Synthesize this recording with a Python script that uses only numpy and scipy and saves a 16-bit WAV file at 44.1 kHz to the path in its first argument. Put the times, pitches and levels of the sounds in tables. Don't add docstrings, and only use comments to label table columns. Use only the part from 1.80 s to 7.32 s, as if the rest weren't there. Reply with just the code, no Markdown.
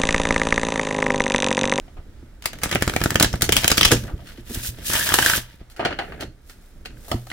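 import sys
import numpy as np
from scipy import signal
from scipy.fft import rfft, irfft, next_fast_len
from scipy.io import wavfile
from scipy.ndimage import map_coordinates

SR = 44100
rng = np.random.default_rng(int(sys.argv[2]) if len(sys.argv) > 2 else 0)


def master_out(mix):
    frames = np.transpose(np.atleast_2d(mix))
    ceiling = np.clip(frames, -1, 1)
    pcm = np.round(ceiling * 32767).astype(np.int16)
    wavfile.write(sys.argv[1], SR, pcm)


def ratio(d):
    e = np.asarray(d, float) / 20
    return 10 ** e


N = 243431

# start_s, peak_db, brightness_db_per_octave, flap_db
RIFFLE_THICK = [(0.623, -22.5, 0.5, -16.5), (0.6403, -27.5, -0.5, -5.5), (0.6574, 0, 1.5, -21),
                (0.7321, -15.5, -2.5, -22), (0.7868, -23.5, -1.5, -21), (0.816, -33, -1.2, 6),
                (0.834, -2.5, 1.5, -10.5), (0.8579, -12, -12, -13), (0.892, -19.5, -1, -7),
                (0.913, -5, -1, -17), (0.9265, -5, -3.5, -13.5), (0.9491, -5, 4.5, -22.5),
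                (0.9561, 4, -8, -32.5), (1.01, -19, -2, -10.5), (1.023, 2.2, -0.5, -28),
                (1.068, -18.5, 1, -21.5), (1.078, -1, -3, -25.5), (1.0966, -3, -1.5, -44.5),
                (1.12, -20, -5, -20), (1.1371, -8, -0.5, -28.5), (1.1633, 4, -3, -43.5),
                (1.2044, -12, -0.5, -23.5), (1.2152, -3.5, -5, -22), (1.2381, 0, 2.5, -20.5),
                (1.259, 4, -5, -45), (1.3052, -1.2, 1, -27), (1.318, -12, -12.5, -17.5),
                (1.3565, 7, -3, -33), (1.3988, 3, 1.5, -14), (1.409, 5.5, -11, -29), (1.426, 10, 3, -20),
                (1.4323, 0.5, -13, -22.5), (1.4455, 3.5, -3, -26.5)]
THICK_POCKETS = [2860, 1500, 1480, 2200, 2200, 1750, 1500, 1613, 2200, 1760, 2195, 1607, 1500, 1850, 1752,
                 1603, 1397, 1740, 1440, 1540, 2300, 1393, 1710, 1776, 1390, 1727, 1606, 1740, 1490, 1700,
                 1518, 1800, 1670]
# start_s, peak_db, brightness_db_per_octave, ring_db, flap_db
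RIFFLE_THIN = [(1.5289, -15, 0, -33, -13), (1.539, -5, -10, -30, -25.5), (1.61, -10.5, 0, -25, -15.5),
               (1.6203, 4, 3.5, -39, -13), (1.6917, 4.5, -2.5, -14, -29), (1.722, 5, 3.5, 3, -16.5),
               (1.766, 7.5, 2.5, -0.5, -17.5), (1.8438, 5.5, -2.5, -30, -33.5),
               (1.8784, 11.5, 3, -4.5, -42.5), (1.901, -5, -1, -8, -11), (1.9158, 8, -1, -33, -25.5),
               (1.9716, -9.5, 3, -16.5, -1.5), (1.9795, 7, -0.5, -5, -36), (2.0108, 9, -0.5, 2, -27),
               (2.018, -6.5, 4, -18, -18), (2.0305, 7.5, -0.5, 2.5, -22.5), (2.049, 6.5, 1.8, -1, -11),
               (2.0546, -1.5, -5.5, -1, -21), (2.1077, -8.5, -4.5, -23.5, -5.5),
               (2.1159, 4.5, 1.9, -21, -12.5), (2.12, 4, -7, -12, -26.5), (2.1275, -8, -13.5, -19.5, -15.5)]
# pitch_hz, width_hz, level_db
THIN_OVERTONE = (6130, 1100, -4)
# start_s, peak_db, brightness_db_per_octave, ring_db
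ARCH_DROPS = [(3.1, -14, -5, -10.5), (3.1338, -3.5, 5.5, 2.5), (3.153, -8, -4.5, -5), (3.1955, -7, 6, 7),
              (3.2896, -8, 1.5, 9.5), (3.3209, -7.5, -11.5, -10), (3.34, 4.5, 2, -4), (3.387, 2, -4, -20),
              (3.4249, -2, 1, 13), (3.4613, 3, -1, -1), (3.498, -1.5, 0, 2), (3.5343, -3.5, -2.5, 8),
              (3.56, -10, 3.5, -13.5), (3.5782, -14, -6.5, -19.5)]
# start_s, peak_db, brightness_db_per_octave, ring_db
LIGHT_DROPS = [(3.124, -15.5, -5, 0.5), (3.209, -10.5, 1, 11.5), (3.226, -19.5, -1, 14.5),
               (3.264, -28.5, 4.5, 4.5), (3.280, -18.5, -0.5, 3), (3.302, -10, -6.5, 4),
               (3.307, -12, -1.5, -6), (3.325, -20.5, -2, -4), (3.351, -12.5, -4.5, 10.5),
               (3.365, -25.5, -7, 3), (3.391, -14.5, 3, -12.5)]
# centre_hz, width_hz, level_db
ARCH_COLOUR = [(400, 300, -6), (1000, 170, 4), (2200, 310, -6), (3100, 320, 5), ]
# start_s, peak_db, brightness_db_per_octave, ring_db, scuff_db
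KNOCKS = [(.079, -37.5, -15, 1, -16), (.168, -47.5, -16.5, -1.5, 9), (2.249, -34.5, -19, 7, -7.5),
          (2.279, -48, -37.5, -11.5, 19.5), (2.295, -35, -21, 3.5, -6), (2.39, -45, -16, 7.5, 3.5),
          (2.574, -45, -2, 3.5, -1), (3.803, -46.5, -10, 7.5, -3), (3.9936, -19.5, -19, -1, 3),
          (4.005, -16.5, -21, 2, -10.5), (4.027, -19.5, -28, 2, -13), (4.0495, -10, -9, -16, -20.5),
          (4.054, -9, -11, -14.5, -19.5), (4.058, -13, -15.5, 2.5, -13.5), (4.064, -17, -13, -9, -12.5),
          (4.107, -22, -13.5, -8.5, -8), (4.188, -12.5, -11, -25, -18.5), (4.197, -19.5, -20.5, -8.5, -4),
          (4.321, -25.5, -17.5, 3, -13.5), (4.424, -20, -12, -3.5, -31), (5.281, -35, 11, 27, 3.5),
          (5.315, -8, 0.5, 17.5, -22.5), (5.468, -31.5, 3.5, 14, -16.5)]
# start_s, peak_db, brightness_db_per_octave, scuff_db
TICKS = [(2.47, -43, 0.5, 7.5), (2.751, -35.5, -10.5, 3), (3.899, -46.5, 4, 4.5), (3.963, -37, 0, -2.5),
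         (4.126, -20.5, -16.5, -12.5), (4.4015, -37.5, -2, -6.5), (4.4075, -22, 0.5, -14),
         (4.696, -34.5, -0.5, -9.5), (5.051, -34.5, -1.5, -20), (5.0562, -23, -2.5, -22),
         (2.97, -45, -7, -11), (2.854, -35, -5.5, -12.5), (5.501, -26, -1.5, -30), (5.514, -27.5, -10, 1)]
# pitch_hz, width_hz, level_db
PACK_MODES = [(728, 76, -1), (1480, 110, -2.5), (1925, 310, -3.5), (2910, 450, 4), (4270, 250, 7.5)]
# start_s, peak_db, brightness_db_per_octave, pocket_hz, ring_db
FLUTTER = [(1.344, -17.5, 1.5, 1700, -12), (1.556, -23, 0, 2980, -16), (1.7262, -7.5, -1.5, 3100, -10),
           (1.757, -12, 1, 3100, -6.5), (1.8346, -12, -2.5, 3100, -11), (1.904, -8.5, 2, 3100, -13),
           (2.237, -28.5, 0, 1515, -10), (2.707, -36, -5, 1496, -11), (2.832, -29, -1.5, 2460, 1),
           (2.847, -26, -6, 1504, 1.5), (2.986, -33.5, -4, 1736, -4.5), (3.027, -35, -8, 1700, 0.5),
           (3.047, -31, -3, 1705, 6), (3.06, -29.5, -3, 1750, 3), (3.079, -26.5, -0.5, 1750, 4.5),
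           (3.115, -20.5, -1, 1760, 5.5), (3.142, -14, -5, 1750, 4.5), (3.164, -22, -2, 1700, 2),
           (3.179, -27, -2.5, 1750, 4.5), (3.235, -18.5, -1, 1734, 9), (3.435, -23.5, -1, 1650, 4),
           (3.47, -20.5, 0.5, 1650, 8.5), (3.508, -19.5, -2, 1605, 7.5), (3.547, -18.5, -2, 1607, 10.5),
           (3.553, -19.5, -1, 1600, 7.5), (4.413, -32, -2.5, 3200, 1.5), (4.432, -26.5, -4.5, 3180, 1),
           (5.105, -39.5, -7, 1590, 4.5), (5.169, -39.5, -7, 1600, 2.5)]
# freq_hz, density_db (per Hz)
SNAP_SPECTRUM = [(240, -2.5), (400, -4), (676, -6), (826, -7.5), (1420, -5.5), (2430, -7), (3160, -5.5),
                 (3690, -8.5), (7510, -8.5), (16000, -12)]

# start_s, peak_db, push_hz
LANDINGS = [(0.8336, -25.5, 191.6), (0.863, -20.5, 149), (0.9265, -15.5, 309.5), (0.9523, -12, 205.5),
            (1.024, -10, 239), (1.0776, -9, 224), (1.0983, -27.5, 308.4), (1.1648, -15.5, 222),
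            (1.2154, -9.5, 244), (1.242, -17.5, 282), (1.2619, -11.5, 259), (1.3188, -15, 255),
            (1.3566, -7.5, 240.5), (1.4118, -15.5, 258.5), (1.4445, -13, 190), (1.4643, -15, 104),
            (1.5427, -10, 173), (1.6291, -12.5, 178.7), (1.6956, -11.5, 219), (1.7271, -16, 211),
            (1.778, -20.5, 102), (1.849, -12, 242), (1.9165, -13, 156), (1.982, -15, 190.6),
            (2.0217, -16, 184.6), (2.0626, -13.5, 78)]
# start_s, peak_db, push_hz, boom_db
HANDS = [(0.086, -36, 95, -11.5), (0.1934, -28, 60, -13.5), (0.294, -30, 45.6, -20),
         (0.4287, -33.5, 263, 5), (0.4466, -35, 72, -28), (2.1217, -25, 269, 20), (2.1242, -20, 321, 0.5),
         (2.14, -19.5, 330, 11.5), (2.126, -13.5, 331.6, -10.5), (2.159, -16, 224, -4),
         (2.245, -22, 128, -17.5), (2.344, -20.5, 90, -3), (2.43, -31.5, 83.4, -22.5),
         (2.583, -34.5, 300, 12), (2.698, -31.5, 387, 13.5), (2.711, -32, 330, 12.5),
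         (2.757, -30.5, 346, 11), (2.775, -20, 131, -13), (2.799, -32, 136, 6.5),
         (2.891, -21.5, 96.6, -1.5), (3.744, -35.5, 159.6, -16), (3.815, -29, 193, -4.5),
         (4.008, -36, 277, -5), (4.0266, -27.5, 356, 7.5), (4.425, -36, 159, 0.5), (4.4444, -24.5, 271, 1),
         (5.1021, -36.5, 157, 8.5), (5.137, -37.5, 158, -13.5), (5.3172, -18, 237, 2), (5.345, -13, 205, 3),
         (5.5189, -31, 204, -16)]
# start_s, peak_db, pull_hz
PULLS = [
    (2.129, -12, 190),
    (2.339, -20, 60),
    (2.781, -26, 80),
    (2.896, -26, 70),
    (5.351, -20, 80),
]
# pitch_hz, width_hz, level_db
DESK_MODES = [(56, 31, -23), (120.2, 5.3, 4), (209, 8, -11), (242, 35, -2.5), (348, 15, -4.5)]
# start_s, peak_db, ring_hz, t60_s
TAPS = [(2.122, -12.5, 485, 0.077), (2.131, -16, 386, 0.08), (2.28, -36.5, 603, .04),
        (2.301, -39, 810, 0.036), (2.548, -45, 450, .04), (2.581, -38.5, 330, 0.054),
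        (2.697, -34, 321, 0.21), (2.707, -31, 414, 0.054), (2.986, -34, 400, 0.026),
        (3.024, -38.5, 500, 0.022), (3.995, -23, 568, 0.045), (4.006, -23, 560, 0.033),
        (4.028, -22.5, 610, 0.028), (4.19, -22, 785, 0.076), (4.407, -33, 400, .06),
        (4.429, -30, 335, 0.064)]

# time_s, level_db
RUBBING = [
    (.6, -72),
    (.84, -53.5),
    (1.05, -44.5),
    (1.3, -38.5),
    (1.6, -52.5),
    (1.82, -31),
    (2.0, -38.5),
    (2.17, -38),
    (2.4, -68),
]
# start_s, held_s, faces_db, edges_db, slope_db_per_s (swell and fade)
STROKES = [(2.485, 0.036, -52, -48.5, 108), (2.696, 0.12, -39, -44, 396), (2.752, 0, -28.5, -48.5, 498),
           (2.84, 0.041, -27.5, -40.5, 414.5), (2.97, 0.18, -49.5, -46.5, 91),
           (2.26, 0.046, -67, -51.5, 300), (3.065, 0.23, -24, -47.5, 650), (3.33, 0.11, -23.5, -46, 200.5),
           (3.451, 0.12, -22.5, -31, 404), (3.121, .45, -44, -29, 500), (3.62, 0.12, -58, -53, 149),
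           (4.01, .11, -75, -33, 407.5), (4.199, 0.15, -59.5, -42.5, 299), (4.412, 0.0059, -53, -34.5, 400),
           (4.695, 0.016, -50.5, -63, 302), (4.85, 0, -59.5, -70.5, 54), (5.31, 0, -42.5, -47.5, 117.5),
           (5.52, 0, -47.5, -63, 124.5)]
# time_s, level_db
WEIGHT = [(0, -40), (.28, -41), (.6, -44), (.9, -31), (1.25, -24.5), (1.6, -29), (2.0, -27), (2.13, -20),
          (2.19, -28), (2.4, -36.5), (2.8, -40.5), (3.0, -35), (3.45, -28.5), (3.62, -47), (3.95, -55.5),
          (4.05, -34.5), (4.45, -33.5), (4.6, -48), (5.25, -43.5), (5.52, -39.5)]
FACE_HISS = [(710, -34), (1200, -48), (1490, -22), (2090, -28.5), (2430, 6), (6100, 6.5), (13600, 6.5),
             (16000, 3)]
EDGE_RUSTLE = [(210, -39), (350, -16), (649, 2), (795, -12.5), (939, 1.5), (1040, -6), (1640, -8),
               (2260, -6.5), (3010, -0.5), (6000, -10.5), (7800, -40.5), (13200, -120)]
PACK_SCRAPE = [(150, -28.5), (250, 4.5), (773, 3), (1110, -18), (1260, -3), (1670, 0.5), (2290, -6),
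               (4120, -19), (7000, -53.5), (9100, -69), (15400, -120)]
DESK_RUMBLE = [(12, -41), (20, -7), (70, 2.5), (118, -5.5), (147, -4), (330, -8), (499, -17), (600, -15),
               (780, -44.5), (1320, -120)]

# freq_hz, t60_s
ROOM_DECAY = [(200, 0.12), (1500, 0.21), (6000, 0.26), (14000, 0.012)]
# freq_hz, density_db (per Hz)
QUIET = [(12, -34), (20, 14), (68, 5), (158, -22.5), (319, -20.5), (1030, -20.5), (1440, -22),
         (2530, -27.5), (3160, -29), (8000, -35.5), (14300, -44.5), (16000, -42)]
# freq_hz, likeness (0 to 1)
SIDE_LIKENESS = [(30, .94), (100, .965), (300, .92), (700, .6), (1400, .9), (2500, .45), (12000, .2)]
# freq_hz, phase_radians
LEFT_LEAD = [(430, .1), (1080, 1.8), (1250, .2), (2000, -.3), (3100, 4.2), (4400, 8.8), (5200, 6.4),
             (6100, 8)]
# centre_hz, width_hz, level_db
ECHO_DIPS = [(1073, 92, -3.5)]


def snaps(table, rise_s, crack_t60, body_db, body_t60, flap_t60, chatter_db, pocket_q, corner_hz,
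          tail_hz, lead_db, gain_db):
    ahead, t = SR // 100, np.arange(SR // 4) / SR
    out = np.zeros((2, N + SR))
    rise = 1 - np.exp(-(t / rise_s) ** 2)
    crack = rise * ratio(-60 * t / crack_t60)
    softer = signal.butter(1, tail_hz, fs=SR)
    for s, db, bright_db, hz, ring_db, flap_db in table:
        chatter = np.interp(t * 500, np.arange(130), rng.standard_normal(130))
        chatter *= 1 - np.exp(-t / .008)
        flap = ratio(body_db - 60 * t / body_t60) + ratio(flap_db - 60 * t / flap_t60)
        flap = rise * flap * ratio(chatter_db * chatter)
        force = np.pad(crack + flap, (ahead, 0))

        noise = rng.standard_normal((2, len(t)))
        dull = signal.lfilter(*softer, noise)
        grit = unit(dull * np.abs(dull) ** 0.77)
        drive = crack * np.sign(noise) * [[1], [.65]] + flap * grit
        drive[0, round(rise_s * SR)] -= 2.6
        drive[0] += 0.32 * crack * np.sin(2 * np.pi * hz * t)
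        creep = ratio(lead_db - 60 * t[:ahead] / 0.0091) * noise[:, -ahead:]

        bend = 1.9 * rng.standard_normal(48)

        def card(f):
            tilt = bright_db * np.log2(1 + (f / corner_hz) ** 2) / 2
            own = np.interp(f / 400, np.arange(len(bend)), bend)
            small = f / np.hypot(f, 300)
            return ratio(along(SNAP_SPECTRUM, f) + own + tilt) * small

        def colour(f):
            octave = ratio(-4.5) * resonance(f, 2 * hz, hz / 5)
            ring = resonance(f, hz, hz / pocket_q) - octave
            return causal(card(f)) + card(hz) * ratio(ring_db + 5) * ring

        sound = stereo(np.c_[creep[:, ::-1], drive], colour) * np.sqrt(np.mean(force ** 2))
        out[:, round(s * SR):][:, :len(force)] += ratio(db + gain_db) * sound
    return out[:, ahead:N + ahead]


def pocket(hz, count):
    return np.asarray(hz) * np.exp(0.0092 * rng.standard_normal(count))


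def thick_riffle():
    pockets = pocket(THICK_POCKETS, len(RIFFLE_THICK))
    rows = [(s, db, bright, hz, -9, flap) for (s, db, bright, flap), hz in zip(RIFFLE_THICK, pockets)]
    return snaps(rows, rise_s=0.00033, crack_t60=.007, body_db=-13, body_t60=0.034, flap_t60=0.14,
                 chatter_db=3.5, pocket_q=12, corner_hz=1460, tail_hz=6000, lead_db=-15.5, gain_db=-7.5)


def thin_riffle():
    pockets = pocket(3080, len(RIFFLE_THIN))
    rows = [(s, db, bright, hz, ring, flap)
            for (s, db, bright, ring, flap), hz in zip(RIFFLE_THIN, pockets)]
    thin = snaps(rows, rise_s=0.00054, crack_t60=0.0074, body_db=-12, body_t60=0.028, flap_t60=0.14,
                 chatter_db=4.5, pocket_q=6.5, corner_hz=1460, tail_hz=7000, lead_db=-20.5, gain_db=-7.5)
    hz, width_hz, db = THIN_OVERTONE
    return filtered(thin, lambda f: 1 + ratio(db) * resonance(f, hz, width_hz))


def arch_cascade():
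    arch_hz, sag_hz_per_s = 1740, 410
    drops = ARCH_DROPS + LIGHT_DROPS
    first_s = ARCH_DROPS[0][0]
    rows = [(s, db, bright, hz - sag_hz_per_s * (s - first_s), ring, -20.5)
            for (s, db, bright, ring), hz in zip(drops, pocket(arch_hz, len(drops)))]
    cascade = snaps(rows, rise_s=0.0005, crack_t60=0.012, body_db=-11, body_t60=0.038, flap_t60=0.24,
                    chatter_db=4.0, pocket_q=7.6, corner_hz=2505, tail_hz=8000, lead_db=-11, gain_db=-5.5)
    return filtered(cascade, lambda f: bells(ARCH_COLOUR, f))


def squaring():
    pack_hz, tick_hz, tick_ring_db = 635, 1480, -9
    rows = [(s, db, bright, pack_hz, ring, scuff) for s, db, bright, ring, scuff in KNOCKS]
    rows += [(s, db, bright, tick_hz, tick_ring_db, scuff) for s, db, bright, scuff in TICKS]
    pack = snaps(rows, rise_s=0.00072, crack_t60=0.014, body_db=-3.5, body_t60=0.059, flap_t60=0.22,
                 chatter_db=2.5, pocket_q=3.6, corner_hz=2360, tail_hz=9000, lead_db=-14.5, gain_db=-9)
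    return filtered(pack, lambda f: 1 + sum(ratio(db) * resonance(f, hz, w) for hz, w, db in PACK_MODES))


def flutter():
    rows = [tuple(row) + (-30,) for row in FLUTTER]
    return snaps(rows, rise_s=0.00045, crack_t60=0.014, body_db=-12.5, body_t60=0.035, flap_t60=0.1,
                 chatter_db=8.5, pocket_q=9, corner_hz=2400, tail_hz=8000, lead_db=-20, gain_db=-4.0)


def thumps():
    landings = [(s, db, hz, -5.5) for s, db, hz in LANDINGS]
    drops = [(s, -22.5 - 0.52 * bright, 240, -2) for s, _, bright, _ in ARCH_DROPS]
    return landings + drops + HANDS


def desk():
    ahead = SR // 40
    t = np.arange(-ahead, SR // 10) / SR
    pushes, blows = np.zeros((2, N + SR))
    for s, db, hz, boom_db in thumps():
        u = 2 * np.pi * hz * t
        slap = np.exp(-np.where(u < 0, u * u, 1.6 * (np.sqrt(1 + u * u) - 1)))
        suction = 0.15 * np.exp(-((u + 5) / 4) ** 2) + 0.12 * np.exp(-((u - 9) / 6) ** 2)
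        pushes[round(s * SR):][:len(t)] += ratio(db + 2.0) * (slap - suction)
        blows[round(s * SR):][:len(t)] += ratio(db + boom_db + 10.0) * slap
    for s, db, hz in PULLS:
        pull = np.exp(-(2 * np.pi * hz * t) ** 2 / 2) * np.cos(np.pi * hz * t)
        pushes[round(s * SR):][:len(t)] -= ratio(db) * pull

    def wood(f):
        return sum((-1) ** k * ratio(db) * resonance(f, hz, w) for k, (hz, w, db) in enumerate(DESK_MODES))

    return (pushes + filtered(blows, wood))[ahead:N + ahead]


def taps():
    out, t = np.zeros(N + SR), np.arange(SR // 8) / SR
    for s, db, hz, t60 in TAPS:
        ring = np.sin(2 * np.pi * hz * t) + 0.25 * np.sin(2 * np.pi * 1.6 * hz * t)
        out[round(s * SR):][:len(t)] -= ratio(db - 60 * t / t60) * ring
    return out[:N]


def friction():
    t = np.arange(N) / SR
    rubbing = ratio(curve(RUBBING) + np.c_[[0, -2.5]]) ** 2 * (t < RUBBING[-1][0])
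    power = ratio(-72.5) ** 2 + rubbing
    for s, held, faces_db, edges_db, slope in STROKES:
        away = np.maximum(0, np.maximum(s - t, t - s - held))
        power += ratio(np.c_[[faces_db, edges_db]] - slope * away) ** 2
    return np.sqrt(power)


def sliding():
    jerk_db = 1.8 * wobble(45)
    faces, edge = friction()
    hiss = ratio(jerk_db / 3) * rush(FACE_HISS, grain_db=2.0, grain_rate=400)
    closed = np.arange(N) > 3.85 * SR
    rustle = rush(EDGE_RUSTLE, grain_db=3.5, grain_rate=200)
    hollow = unit(filtered(rustle, lambda f: 1 + ratio(8) * resonance(f, hz=1714, width_hz=460)))
    edges = np.where(closed, rush(PACK_SCRAPE, grain_db=2.5, grain_rate=160), hollow)
    rumble = ratio(1.5 * wobble(6)) * rush(DESK_RUMBLE, grain_db=2.5, grain_rate=30)
    weight = ratio(curve(WEIGHT) - 7.5 + np.c_[[-1.2, 1.2]])
    return faces * hiss + edge * ratio(jerk_db) * edges + weight * rumble


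def room(x):
    hz, t, z = signal.stft(rng.standard_normal((2, SR // 2)), SR, nperseg=256)
    decay = ratio(-60 * t / along(ROOM_DECAY, hz)[:, None])
    tail = signal.istft(z * decay, SR, nperseg=256)[1]
    tail /= np.linalg.norm(tail[0])
    delayed = np.pad(x, ((0, 0), (200, 0)))
    return signal.fftconvolve(delayed, tail, axes=1)[:, :N]


def quiet():
    return ratio(-45 + np.c_[[-.9, .9]]) * rush(QUIET, grain_db=1.2, grain_rate=8)


def rush(spectrum, grain_db, grain_rate):
    grains = ratio(grain_db * wobble(grain_rate)) * rng.standard_normal((2, N))
    return stereo(grains, lambda hz: ratio(along(spectrum, hz)))


def stereo(pair, response):
    def mid_side(hz):
        turn = np.arccos(np.clip(along(SIDE_LIKENESS, hz), -1, 1)) / 2
        return response(hz) * np.array([np.cos(turn), np.sin(turn)])

    mid, side = filtered(pair, mid_side)
    sides = np.array([mid + side, mid - side])
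    return unit(filtered(sides, lambda hz: np.exp(.5j * along(LEFT_LEAD, hz) * [[1], [-1]])))


def resonance(f, hz, width_hz):
    return 1j * f * width_hz / (hz * hz - f * f + 1j * f * width_hz)


def bells(rows, f):
    return ratio(sum(db * np.exp(-((f - hz) / width_hz) ** 2) for hz, width_hz, db in rows))


def causal(gain):
    c = irfft(np.log(gain + 1e-6))
    c[1:len(c) // 2] *= 2
    c[len(c) // 2 + 1:] = 0
    return np.exp(rfft(c))


def filtered(x, response):
    m = next_fast_len(x.shape[-1] + 1536)
    return irfft(rfft(x, m) * response(np.fft.rfftfreq(m, 1 / SR)), m)[..., :x.shape[-1]]


def along(points, hz):
    f, v = np.transpose(points)
    return np.interp(np.log(hz + 1), np.log(f + 1), v)


def curve(rows):
    return np.interp(np.arange(N) / SR, *np.transpose(rows))


def wobble(rate):
    return map_coordinates(rng.standard_normal(int(N * rate / SR) + 4), [np.arange(N) * rate / SR])


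def unit(x):
    return x / np.sqrt(np.mean(x ** 2) + 1e-20)


def scene():
    cards = thick_riffle() + thin_riffle() + arch_cascade() + squaring()
    wood = (desk() + taps()) * ratio([[-.6], [.6]])
    near = cards + flutter() + wood + sliding()
    return near + ratio(-13.5) * room(cards) + quiet()


def roll_off(x):
    return signal.sosfilt(signal.butter(12, 16370, fs=SR, output="sos"), x)


def record(dry):
    def microphone(f):
        return bells(ECHO_DIPS, f) * (f > 12) / np.sqrt(1 + (f / 15950) ** 240)

    mix = np.clip(filtered(dry, microphone), -1, 1)
    return roll_off(mix)


dry = scene()
out = record(dry)
master_out(out)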